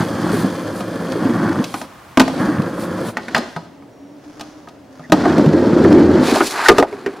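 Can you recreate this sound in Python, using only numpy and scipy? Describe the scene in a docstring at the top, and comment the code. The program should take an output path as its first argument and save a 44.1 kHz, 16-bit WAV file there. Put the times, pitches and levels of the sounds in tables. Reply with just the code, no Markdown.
"""Skateboarding on a wooden half-pipe

A skater rides a plywood ramp in a wooded yard, heard first from beside it, then from its top deck.
The wheels drum the hollow panels and bump over seams, the bearings hiss, and the board clacks down
after each trick. He sets the tail on the far coping (the steel edge), drops in, rolls up close and
flips the board; the hardest landings overload the microphone."""
import sys
import numpy as np
from scipy import signal
from scipy.fft import rfft, irfft, next_fast_len
from scipy.io import wavfile
from scipy.ndimage import uniform_filter1d, map_coordinates

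SR = 44100
rng = np.random.default_rng(int(sys.argv[2]) if len(sys.argv) > 2 else 0)


def persist_wave(psi):
    """Save psi, clipped to +-1, as 16-bit WAV."""
    counts = np.round(np.clip(psi, -1, 1) * 32767).astype(np.int16)
    wavfile.write(sys.argv[1], SR, np.atleast_2d(counts).T)


N = 317520
TIME = np.arange(N) / SR
RING_TIME = np.arange(SR // 2) / SR  # half a second for a blow to die away

# Levels in tables are relative. Sounds have two rows: mid (centre) and side (left-right spread).
# tone colour of sandy rubbing: f/Hz, level/dB
GRIT_COLOUR = [(1350, -20), (2300, -2), (2490, -2), (2790, -7.5), (4190, -2.5), (6190, -9.5), (6660, -8.5),
               (8920, -13.5), (10500, -11), (13000, -21), (14800, -17), (16000, -36)]
# tone colour of a knock on the board: f/Hz, level/dB
WOOD_COLOUR = [(240, -30), (400, -1.5), (532, -7), (694, -0.5), (1090, -8.5), (1250, -19), (1460, -5.5),
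               (1590, -11.5), (3600, -24), (4680, -49), (7920, -120)]
# tone colour of a hard, sharp hit: f/Hz, level/dB
CRACK_COLOUR = [(1410, -34.5), (2400, 1.5), (2660, 1), (3270, 0), (5570, -4), (6080, -7), (10600, -18),
                (16000, -25.5)]


def amp(db):
    """Turn decibels into a number to multiply by."""
    return 10 ** (np.asarray(db) / 20)


def unit(x):
    """Scale a sound to an average strength (rms) of 1."""
    return x / np.sqrt(np.mean(x ** 2) + 1e-20)


def along(points, hz):
    """Read between (frequency, value) points, with octaves evenly spaced."""
    freqs, values = np.transpose(points)
    return np.interp(np.log(hz + 1), np.log(freqs + 1), values)


def curves(rows):
    """Turn each column after the time into one value per sample."""
    times, *columns = np.transpose(rows)
    return [np.interp(TIME, times, column) for column in columns]


def during(rows, fade_s=0.036):
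    """1 while a table lasts, fading to 0 on either side."""
    return np.clip(1 + np.minimum(TIME - rows[0][0], rows[-1][0] - TIME) / fade_s, 0, 1)


def held(t, length, rise_s, fall_s):
    """A loudness curve that swells up to time t, holds and dies away."""
    return np.exp(np.minimum(TIME - t, 0) / rise_s - np.maximum(TIME - t - length, 0) / fall_s)


def wobble(rate):
    """A smooth curve through `rate` random values a second."""
    return map_coordinates(rng.standard_normal(int(N * rate / SR) + 4), [TIME * rate])


def filtered(x, response):
    """Scale each frequency in x by response(hz)."""
    size = next_fast_len(N + SR // 4)
    return irfft(rfft(x, size) * response(np.fft.rfftfreq(size, 1 / SR)), size)[..., :N]


def body(colour, size=4096):
    """How an object with this tone colour answers one sharp tap."""
    gain = amp(along(colour, np.fft.rfftfreq(size, 1 / SR)))
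    cepstrum = irfft(np.log(np.maximum(gain, 1e-6)))
    cepstrum[1:size // 2] *= 2  # folding this forward puts all the ringing after the tap
    cepstrum[size // 2 + 1:] = 0
    return irfft(np.exp(rfft(cepstrum)))[None]


def through(x, response):
    """Play x through an object, given its answer to one tap."""
    return signal.oaconvolve(x, response, axes=1)[:, :x.shape[1]]


def favour(rows, centre_hz, db_per_octave):
    """The spot that is touched brings out the frequencies near centre_hz."""
    return [(hz, db - db_per_octave * abs(np.log2(hz / centre_hz)), *rest) for hz, db, *rest in rows]


def grains(colour, rate, spread_db):
    """Noise made of tiny random taps on an object, about `rate` a second."""
    size = rng.standard_normal((2, N))
    taps = (rng.random((2, N)) < rate / SR) * np.sign(size) * amp(spread_db * np.abs(size))
    return unit(through(taps, body(colour)))


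def steady(x):
    """Even out the slow swells of a random vibration."""
    return x / np.sqrt(np.abs(uniform_filter1d(x ** 2, 2600, axis=1)) + 1e-3)


def punch(x):
    """Scale a blow so that its loudest moment has strength 1."""
    return x / np.sqrt(uniform_filter1d(x ** 2, 300, axis=1).max(axis=1, keepdims=True) + 1e-20)


def burst(response, t60):
    """A rattle that shakes an object and fades by 60 dB in t60 seconds."""
    rattle = rng.standard_normal((2, len(RING_TIME))) * amp(-60 * RING_TIME / t60)
    return punch(through(rattle, response))


def ring(tones, detune, attack_s):
    """An object's own fading tones; each struck spot changes their strengths and, a little, pitches."""
    hz, db, t60 = np.transpose(tones)[:, :, None]
    pitch = hz * (1 + detune * rng.standard_normal(hz.shape))
    strength = amp(6 * rng.standard_normal((2, len(tones)))) * rng.choice([-1, 1], (2, len(tones)))
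    waves = amp(db - 60 * RING_TIME / t60) * np.sin(2 * np.pi * pitch * RING_TIME)
    return punch(strength @ waves * (1 - np.exp(-RING_TIME / attack_s)))


def add(track, t, sound):
    """Mix a sound into a track at time t."""
    part = track[:, max(round(t * SR), 0):][:, :sound.shape[1]]
    part += sound[:, :part.shape[1]]


def stereo(mid_side, width, side_db):
    """Make left and right from mid and side, with a width that depends on frequency."""
    mid, side = mid_side
    side = filtered(side, lambda hz: amp(along(width, hz) + side_db))
    return np.array([mid + side, mid - side])


def bounced(x, share):
    """Wheel noise also bounces off the curved ramp, by a path that changes as he rides."""
    # how late the bounce arrives: t/s, delay/s
    delays = [(0, 0.0023), (.45, 0.0029), (.9, 0.0029), (1.65, 0.0026), (2.24, 0.0019), (2.7, .0031),
              (3.1, 0.0028), (5.15, 0.0025), (5.7, 0.0033), (6.22, 0.0022)]
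    delay, = curves(delays)
    return unit(x + share * np.array([np.interp(TIME - delay, TIME, row) for row in x]))


def dust():
    """Fine grit crackles under the wheels."""
    # tone colour of the crackle: f/Hz, level/dB
    colour = [(4410, -40), (7500, 1), (8510, 2.5), (10200, 5.5), (12700, -3.5), (15200, -1.5), (16000, -57)]
    return grains(colour, rate=8500, spread_db=7)


def rolling(passes, panel, wheel, bearing, drum_db, hollow_db, growl_db, hiss_db, fizz_db):
    """Rough plywood shakes panels, ramp and wheels, more when pressed harder; the bearings rattle."""
    # tone colour of the hollow space inside the ramp: f/Hz, level/dB
    cavity = [(100, -82.5), (350, -14.5), (440, 2), (530, 6.5), (600, 0.5), (700, -10), (850, -11.5),
              (2000, -73.5)]
    load_db, treble_db = curves(np.vstack(passes))  # load is how hard the wheels press
    uneven = wobble(70)  # they press unevenly as they turn
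    boom_db = 0.98 * load_db - 1.76 * np.maximum(load_db, 0)  # the braced curves boom less than the flat
    drum = amp(drum_db + load_db + 0.52 * uneven) * steady(grains(panel, rate=1200, spread_db=4))
    hollow = amp(hollow_db + boom_db + 2 * uneven) * steady(grains(cavity, rate=2500, spread_db=3))
    wheel_noise = bounced(grains(wheel, rate=3000, spread_db=1.5), share=0.18)
    growl = amp(growl_db + 1.05 * load_db + uneven) * wheel_noise
    ball_noise = bounced(grains(bearing, rate=9000, spread_db=7.5), share=0.49)
    hiss = amp(hiss_db + treble_db + 0.14 * load_db + 0.63 * uneven) * ball_noise
    fizz = amp(fizz_db + treble_db + 1.2 * uneven) * dust()
    on_ramp = sum(during(rows, fade_s=0.018) for rows in passes)
    return on_ramp * (drum + hollow + growl + hiss + fizz)


def roll_beside_ramp():
    """Two passes heard from beside the ramp; the wheels press most in the curves, least on the flat."""
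    # one list per pass: t/s, load/dB, treble/dB
    passes = [
        [(0, 10.5, 6), (0.06, -2.5, 2), (0.24, 4.5, 2), (0.42, 4, 3), (0.54, -3.5, 0.5), (0.72, -3.5, -2.5),
         (0.88, -4, -3), (1.17, 0, -1), (1.44, 6, -1), (1.62, 1, -2.5), (1.69, -14.5, 1), (1.86, -14.5, -8)],
        [(2.24, -8, -6), (2.33, -7, -4), (2.41, 6, 1.5), (2.58, 3, -4.5), (2.72, -3.5, -5), (2.84, -1.5, -6),
         (3.0, -1, -1.5), (3.1, -2, -3)],
    ]
    # tone colours of panels, wheels and bearings: f/Hz, level/dB
    panel = [(18, -47), (30, -43), (64, -25), (107, 1), (140, -6.5), (173, 4.5), (205, 2), (232, 2),
             (344, 3.5), (407, -10.5), (440, -23), (570, -58), (970, -120)]
    wheel = [(380, -14), (650, -1), (840, -2), (1120, 0.5), (1360, -3), (1590, -2.5), (1750, -4),
             (2060, -14.5), (2700, -24.5), (3510, -47), (5940, -120)]
    bearing = [(1290, -34), (2200, -1.5), (2800, -8), (3230, 1.5), (3790, -6.5), (4500, -2), (5830, -9),
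               (6620, -7.5), (7260, -15.5), (8200, -13.5), (10700, -24), (18000, -120)]
    return rolling(passes, panel, wheel, bearing,
                   drum_db=-23, hollow_db=-28, growl_db=-30.5, hiss_db=-41, fizz_db=-51)


def outdoor_air(move_s=3.12):
    """Air and leaves rustle softly; the sound changes when the listener moves to the deck."""
    # tone colours beside the ramp and on the deck: f/Hz, level/dB
    beside_colour = [(24, -42), (60, -6), (125, -1.5), (300, -5.5), (500, -8), (1130, -5), (1820, -12.5),
                     (5000, -24.5), (15500, -32.5)]
    deck_colour = [(18, -99), (30, -32), (100, -7.5), (227, -7), (287, -0.5), (345, -7), (512, -10.5),
                   (584, -6.5), (666, -11), (1460, -23.5), (1860, -25.5), (14800, -48), (16000, -43)]
    beside = amp(-42) * grains(beside_colour, rate=20000, spread_db=4.5)
    on_deck = amp(-43.5) * grains(deck_colour, rate=20000, spread_db=3.5)
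    return np.where(TIME < move_s, beside, on_deck)


def yard_echo(x):
    """Trees and house scatter the sound back, each frequency dying at its own speed."""
    # how long the echo lasts: f/Hz, time to fade by 60 dB/s
    fade_times = [(100, 1), (500, 0.72), (2000, 0.65), (5000, 1), (12000, 0.36)]
    hz, t, noise = signal.stft(rng.standard_normal((2, SR)), SR, nperseg=256)
    fade = amp(-60 * t / along(fade_times, hz)[:, None])
    onset = 1 - np.exp(-t / 0.0018)
    _, tail = signal.istft(noise * fade * onset, SR, nperseg=256)
    return through(x, tail / np.linalg.norm(tail[0]))


def skids():
    """The wheels slide sideways over the plywood with a short, bright hiss."""
    # each slide: t/s, length/s, level/dB
    slides = [(0.33, 0.094, -41.5), (0.757, 0.05, -47.5), (1.755, 0.062, -45), (2.805, 0.039, -44.5),
              (3.067, 0.029, -43.5)]
    sliding = sum(amp(db) * held(t, length, rise_s=0.023, fall_s=0.02) for t, length, db in slides)
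    sandy = grains(GRIT_COLOUR, rate=3500, spread_db=4)
    return sliding * (dust() + amp(2.5) * sandy)


def panel_boom(panel_hz):
    """A struck plywood panel booms at a pitch set by its span."""
    # its tones: multiple of the panel pitch, level/dB, time to fade by 60 dB/s
    tones = [(0.699, -9.5, .11), (0.878, -8, 0.083), (0.999, 0.5, 0.099), (1.17, -9, 0.094),
             (1.5, -15.5, 0.052)]
    return ring([(ratio * panel_hz, db, t60) for ratio, db, t60 in tones], detune=0.015, attack_s=0.0053)


def seam_bumps(wheelbase_m=0.36, rear_db=5, rear_pitch=0.77):
    """The front wheels thump over each seam; the rear ones follow, heavier and lower."""
    # each crossing: t/s, speed/(m/s), level/dB, panel pitch/Hz
    seams = [(0.331, 3.25, -7, 349.6), (1.155, 3.7, -7.5, 346), (1.21, 4.2, -10, 297),
             (1.351, 4.6, -9.5, 280), (1.494, 3.75, -8.5, 284.5), (2.483, 3.56, -9, 260),
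             (5.394, 5.2, -2, 287), (5.444, 4, -4.5, 357), (5.848, 4.7, -3.5, 385)]
    track, wood = np.zeros((2, N)), body(WOOD_COLOUR)
    for t, speed, db, panel_hz in seams:
        for lag, weight_db, pitch in (0, 0, 1), (wheelbase_m / speed, rear_db, rear_pitch):
            thump = panel_boom(pitch * panel_hz) + amp(-17) * burst(wood, t60=0.033)
            add(track, t + lag, amp(db + weight_db - 7.5) * thump)
    return track


def grit_ticks():
    """Bits of grit snap under the wheels."""
    # each snap: t/s, level/dB
    snaps = [(0.394, -29), (1.121, -15), (1.494, -22), (2.62, -20), (2.837, -25), (3.086, -21),
             (5.383, -22), (5.46, -18), (5.841, -18), (5.927, -14.5), (6.046, -30)]
    track, hard = np.zeros((2, N)), body(CRACK_COLOUR)
    for t, db in snaps:
        add(track, t, amp(db - 14.5) * burst(hard, t60=0.023))
    return track


def clacks():
    """Blows ring the maple board and the panel below; gives the direct sound and the part that echoes."""
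    # each blow: t/s, clack/dB, board's favoured pitch/Hz, thud/dB, crack/dB
    blows = [(0.806, -15.5, 760, -27, -26.5), (1.641, -22, 678, -34, -18), (1.741, -8, 1080, -21.5, -22.5),
             (1.815, -15.5, 686, -32, -26), (2.173, 3, 850, -3.5, -10.5), (2.197, 1.5, 900, -10, -6),
             (2.202, 4.5, 1060, -6, -8.5), (2.215, -15, 1130, -10, -14.5), (2.279, -6, 616, -31, -23.5),
             (3.17, -4.5, 1370, -29, -23), (3.283, -15, 1820, -33, -30), (3.347, 2, 2200, -19.5, -15.5),
             (3.364, -4, 696, -24, -19), (3.379, -17, 630, -16, -19.5), (3.563, -12, 855, -25, -31),
             (3.823, -32.5, 710, -48, -60), (4.396, -21, 760, -50, -32), (4.409, -16.5, 786, -37, -24),
             (4.674, -24, 630, -44, -54), (4.686, -40, 643, -49, -37), (4.995, -26, 820, -34, -45),
             (5.098, -19, 663, -23, -36), (5.121, 7.5, 620, -1.5, -6.5), (5.178, -23, 600, -10, -36),
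             (5.255, -0.5, 616, -14, -28), (5.381, -5, 583, -5.5, -24.5), (5.847, -4, 557, -15, -42),
             (6.321, -18, 600, -6.5, -42), (6.357, -0.5, 770, -22, -16.5), (6.405, 2.5, 1510, -7.5, -34),
             (6.685, 13, 1380, 2.5, 0), (6.697, 4, 560, -4, -27), (6.717, -10, 573, -24, -20),
             (6.783, 3.5, 895, -3.5, -9), (6.798, -2, 580, -12, -17.5), (6.826, 4, 724, -19, -21),
             (6.927, -21.5, 826, -21.5, -37), (7.062, -11, 1920, -13.5, -27)]
    # where the board is: from t/s, panel pitch/Hz, echo/dB, stereo width/dB
    places = [(0, 265, -15, 2), (3.12, 239.6, -13, -1), (5.11, 268.5, -18, -3), (6.25, 329, -37, -9),
              (6.6, 398, -33.5, 1)]
    # the board's own tones: f/Hz, level/dB, time to fade by 60 dB/s
    board_tones = [(536.5, -12, 0.16), (637, 8, 0.053), (836, -14.5, 0.15), (960, -5, 0.18),
                   (1228, 9, 0.095), (1264, 4, 0.061), (1551, 13.5, 0.029), (1862, 17.5, 0.015),
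                   (2170, 9, 0.029)]
    # tone colour of the ramp's thud: f/Hz, level/dB
    thud_colour = [(15, -55), (25, -5), (54, -15.5), (293, 6.5), (377, 0), (512, -2), (600, 2.5),
                   (780, -50), (1320, -120)]
    direct, to_yard = np.zeros((2, 2, N))
    hard, hollow = body(CRACK_COLOUR), body(thud_colour)
    for t, clack_db, board_hz, thud_db, crack_db in blows:
        _, panel_hz, echo_db, width_db = [place for place in places if place[0] <= t][-1]
        knock = burst(body(favour(WOOD_COLOUR, board_hz, db_per_octave=8.5)), t60=0.089)
        note = ring(favour(board_tones, board_hz, db_per_octave=8.5), detune=0.012, attack_s=0.0001)
        clack = amp(clack_db) * (amp(-13) * knock + amp(-12.5) * note)
        crack = amp(crack_db - 6) * burst(hard, t60=0.05)
        thud = amp(thud_db) * (amp(-10) * burst(hollow, t60=0.18) + amp(-1.5) * panel_boom(panel_hz))
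        add(direct, t, amp([[0], [width_db]]) * (clack + crack) + thud)
        add(to_yard, t, amp(echo_db) * (clack + crack + thud))
    return direct, to_yard


def roll_from_deck():
    """Heard from the deck, the wheels climb the far wall, then drop in and come close."""
    # one list per pass: t/s, load/dB, treble/dB
    passes = [
        [(3.13, -12.5, -16), (3.25, -18, -6), (3.41, -8.5, -6), (3.55, -42, -10), (3.66, -31, -17)],
        [(5.14, -3, -0.5), (5.3, 4.5, 1.5), (5.46, -1.5, -2), (5.62, -0.5, -1.5), (5.78, 0.5, -1),
         (5.98, 3.5, 1), (6.07, 0.5, -2), (6.21, 2.5, 0.5), (6.3, -5.5, -6), (6.46, -22, -9)],
    ]
    # tone colours of panels, wheels and bearings: f/Hz, level/dB
    panel = [(18, -37), (30, -26), (54, -34), (82, -10), (134, -13.5), (183, -5.5), (243, -2.5), (363, 1),
             (402, -10.5), (440, -9), (570, -49), (970, -120)]
    wheel = [(380, -20.5), (650, 3), (754, -1.5), (935, 1), (1020, -2.5), (1100, -3), (1570, -4.5),
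             (2700, -20), (3510, -54), (5940, -120)]
    bearing = [(1350, -20), (2300, -16), (2760, -2.5), (3080, 3.5), (3770, -0.5), (4330, 3), (8200, -12.5),
               (10700, -42), (18000, -120)]
    # the panels boom more as he nears the deck: t/s, level/dB
    nearing = [(5.15, -6), (5.45, 0.5), (6.0, 5), (6.2, 2), (6.5, -12)]
    near_db, = curves(nearing)
    return rolling(passes, panel, wheel, bearing,
                   drum_db=near_db - 14.5, hollow_db=near_db - 22.5, growl_db=-26, hiss_db=-38, fizz_db=-55)


def coping_rings():
    """The board's metal axle mount hits the ramp's steel edge and rings."""
    # each hit: t/s, level/dB
    hits = [(3.347, -25), (3.563, -43), (5.122, -40)]
    # the steel's tones: f/Hz, level/dB, time to fade by 60 dB/s
    steel_tones = [(1882, -7.5, 0.11), (2130, -7, 0.11), (2180, 1, 0.05), (3600, 1, 0.089), (4720, 0, .16),
                   (4210, 9, 0.27), (4970, 1, 0.21), (5040, -11, .22), (5600, -29, .1), (6550, -20, .18)]
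    track = np.zeros((2, N))
    for t, db in hits:
        add(track, t, amp(db) * ring(steel_tones, detune=0.0056, attack_s=0.00024))
    return track


def free_wheels():
    """Lifted wheels whirr freely and run down; the last whirr grows a little instead."""
    # each spin: t/s, level/dB, fall/(dB/s)
    spins = [(3.38, -39.5, 66), (4.24, -51, 23), (4.43, -47.5, 46.5), (4.96, -51, -8)]
    # tone colour of the whirr: f/Hz, level/dB
    colour = [(1470, 5), (2500, -6.5), (3560, -6), (3860, -8), (5100, -3.5), (6830, -7), (7410, -17),
              (11300, -19), (15000, -38)]
    spinning = sum(amp(db - fall * np.maximum(TIME - t, 0)) * held(t, 0.46, rise_s=0.061, fall_s=0.1)
                   for t, db, fall in spins)
    return spinning * grains(colour, rate=7400, spread_db=9)


def far_drone():
    """A faint, wavering tone comes and goes far away."""
    # its slow glide: t/s, f/Hz
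    glide = [(3.75, 277), (4.1, 292), (4.3, 300.3), (4.62, 306.7), (4.8, 288), (5.05, 246)]
    # each swell: t/s, length/s, level/dB
    swells = [(3.774, 0.095, -39.5), (4.006, 0.17, -38.5), (4.264, 0.038, -35), (4.38, 0.11, -37.5),
              (4.57, 0.038, -37), (4.792, 0.39, -41.5)]
    hz, = curves(glide)
    loudness = sum(amp(db) * held(t, length, rise_s=0.018, fall_s=0.018) for t, length, db in swells)
    return loudness * np.sin(2 * np.pi * np.cumsum(hz + 3 * wobble(34)) / SR)


def whistle():
    """A thin, high whistle of two tones at once, perhaps a bird."""
    # the lower tone: t/s, f/Hz, level/dB
    call = [(3.93, 5690, -65), (4.14, 5610, -65)]
    hz, db = curves(call)
    phase = 2 * np.pi * np.cumsum(hz + 80 * wobble(300)) / SR
    return amp(db) * during(call) * (np.sin(phase) + amp(-6) * np.sin(1.175 * phase))


def squeaks():
    """Rubbery soles and wheels stick and slip, making short, unsteady tones."""
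    # each slip: t/s, length/s, f/Hz, level/dB
    slips = [(5.027, 0.043, 1860, -39), (6.655, 0.018, 1550, -8), (6.658, 0.014, 1860, -11)]
    track = np.zeros((2, N))
    for t, length, hz, db in slips:
        swell = np.hanning(int(length * SR)) ** 0.5
        pitch = hz * (1 + 0.072 * wobble(500)[:len(swell)])
        squeak = amp(db) * swell * np.sin(2 * np.pi * np.cumsum(pitch) / SR)
        add(track[:1], t, squeak[None])
    return track


def shoe_scrapes():
    """Soles drag over the grip tape or the deck in surges; the board rasps and the deck hums below."""
    # each drag: t/s, length/s, hum/dB, rasp/dB, grit/dB, grit's favoured pitch/Hz
    drags = [(6.26, 0.054, -20, -24.5, -25.5, 3500), (6.354, 0.043, -24.5, -24, -27, 6000),
             (6.441, 0.07, -36, -44, -27.5, 7800), (6.559, 0.056, -34, -21, -31, 3020),
             (6.654, 0.013, -36, -22, -24.5, 4000), (6.767, 0.01, -26, -29, -36.5, 3970),
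             (6.88, 0.32, -37, -42, -51, 2480)]
    # tone colours of the hum and the rasp: f/Hz, level/dB
    hum_colour = [(18, -64), (30, -41), (136, -28), (242, -9.5), (393, -3), (474, -10), (514, -9),
                  (558, -28), (621, -18), (750, -9), (980, -46), (1650, -120)]
    rasp_colour = [(290, -33), (500, -17), (680, -7), (884, -3), (1160, -2.5), (1410, -6), (1610, -5),
                   (3000, -21.5), (3900, -59), (6600, -120)]
    press, rub, grit = np.zeros((3, 2, N))
    for t, length, hum_db, rasp_db, grit_db, grit_hz in drags:
        stroke = held(t, length, rise_s=0.026, fall_s=0.04)
        press += amp(hum_db) * stroke
        rub += amp(rasp_db) * stroke
        sandy = grains(favour(GRIT_COLOUR, grit_hz, db_per_octave=3), rate=3800, spread_db=2)
        grit += amp(grit_db) * stroke * sandy
    grip = wobble(98)  # the sole catches and slips
    hum = press * steady(grains(hum_colour, rate=1500, spread_db=2))
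    rasp = rub * amp(0.85 * grip) * grains(rasp_colour, rate=3500, spread_db=4.5)
    return hum + rasp + amp(1.7 * grip) * grit


def scene():
    """The board sounds nearly centred; air and echoes come from all around."""
    # stereo width of near sounds, and of air and echoes: f/Hz, side level/dB
    narrow = [(60, -37), (200, -32.5), (400, -15), (700, -13.5), (1300, -34), (2400, -42), (4400, -12),
              (8000, 0), (15000, 1.5)]
    wide = [(60, -23), (250, -10), (700, -7), (3000, -8), (6000, -5), (10000, 2.5)]
    first_run = roll_beside_ramp()
    deck_run = roll_from_deck()
    ride = first_run + seam_bumps() + grit_ticks() + skids()
    blows, to_yard = clacks()
    close = blows + coping_rings() + shoe_scrapes() + squeaks()
    around = yard_echo(to_yard + amp(-20.5) * (ride + deck_run)) + outdoor_air() + free_wheels()
    around[0] += far_drone() + whistle()  # centre only
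    wheels = stereo(ride, narrow, side_db=-3) + stereo(deck_run, narrow, side_db=-5)
    return wheels + stereo(close, narrow, side_db=-4.5) + stereo(around, wide, side_db=-1)


def record(dry, low_cut_hz=20, top_hz=15900):
    """The microphone thins the deep bass, squashes the loudest blows and loses the highest treble."""
    thinned = filtered(dry, lambda hz: 1j * hz / (1j * hz + low_cut_hz))
    clipped = thinned / (1 + np.abs(thinned) ** 8) ** (1 / 8)
    return filtered(clipped, lambda hz: hz < top_hz)


dry = scene()
out = record(dry)
persist_wave(out)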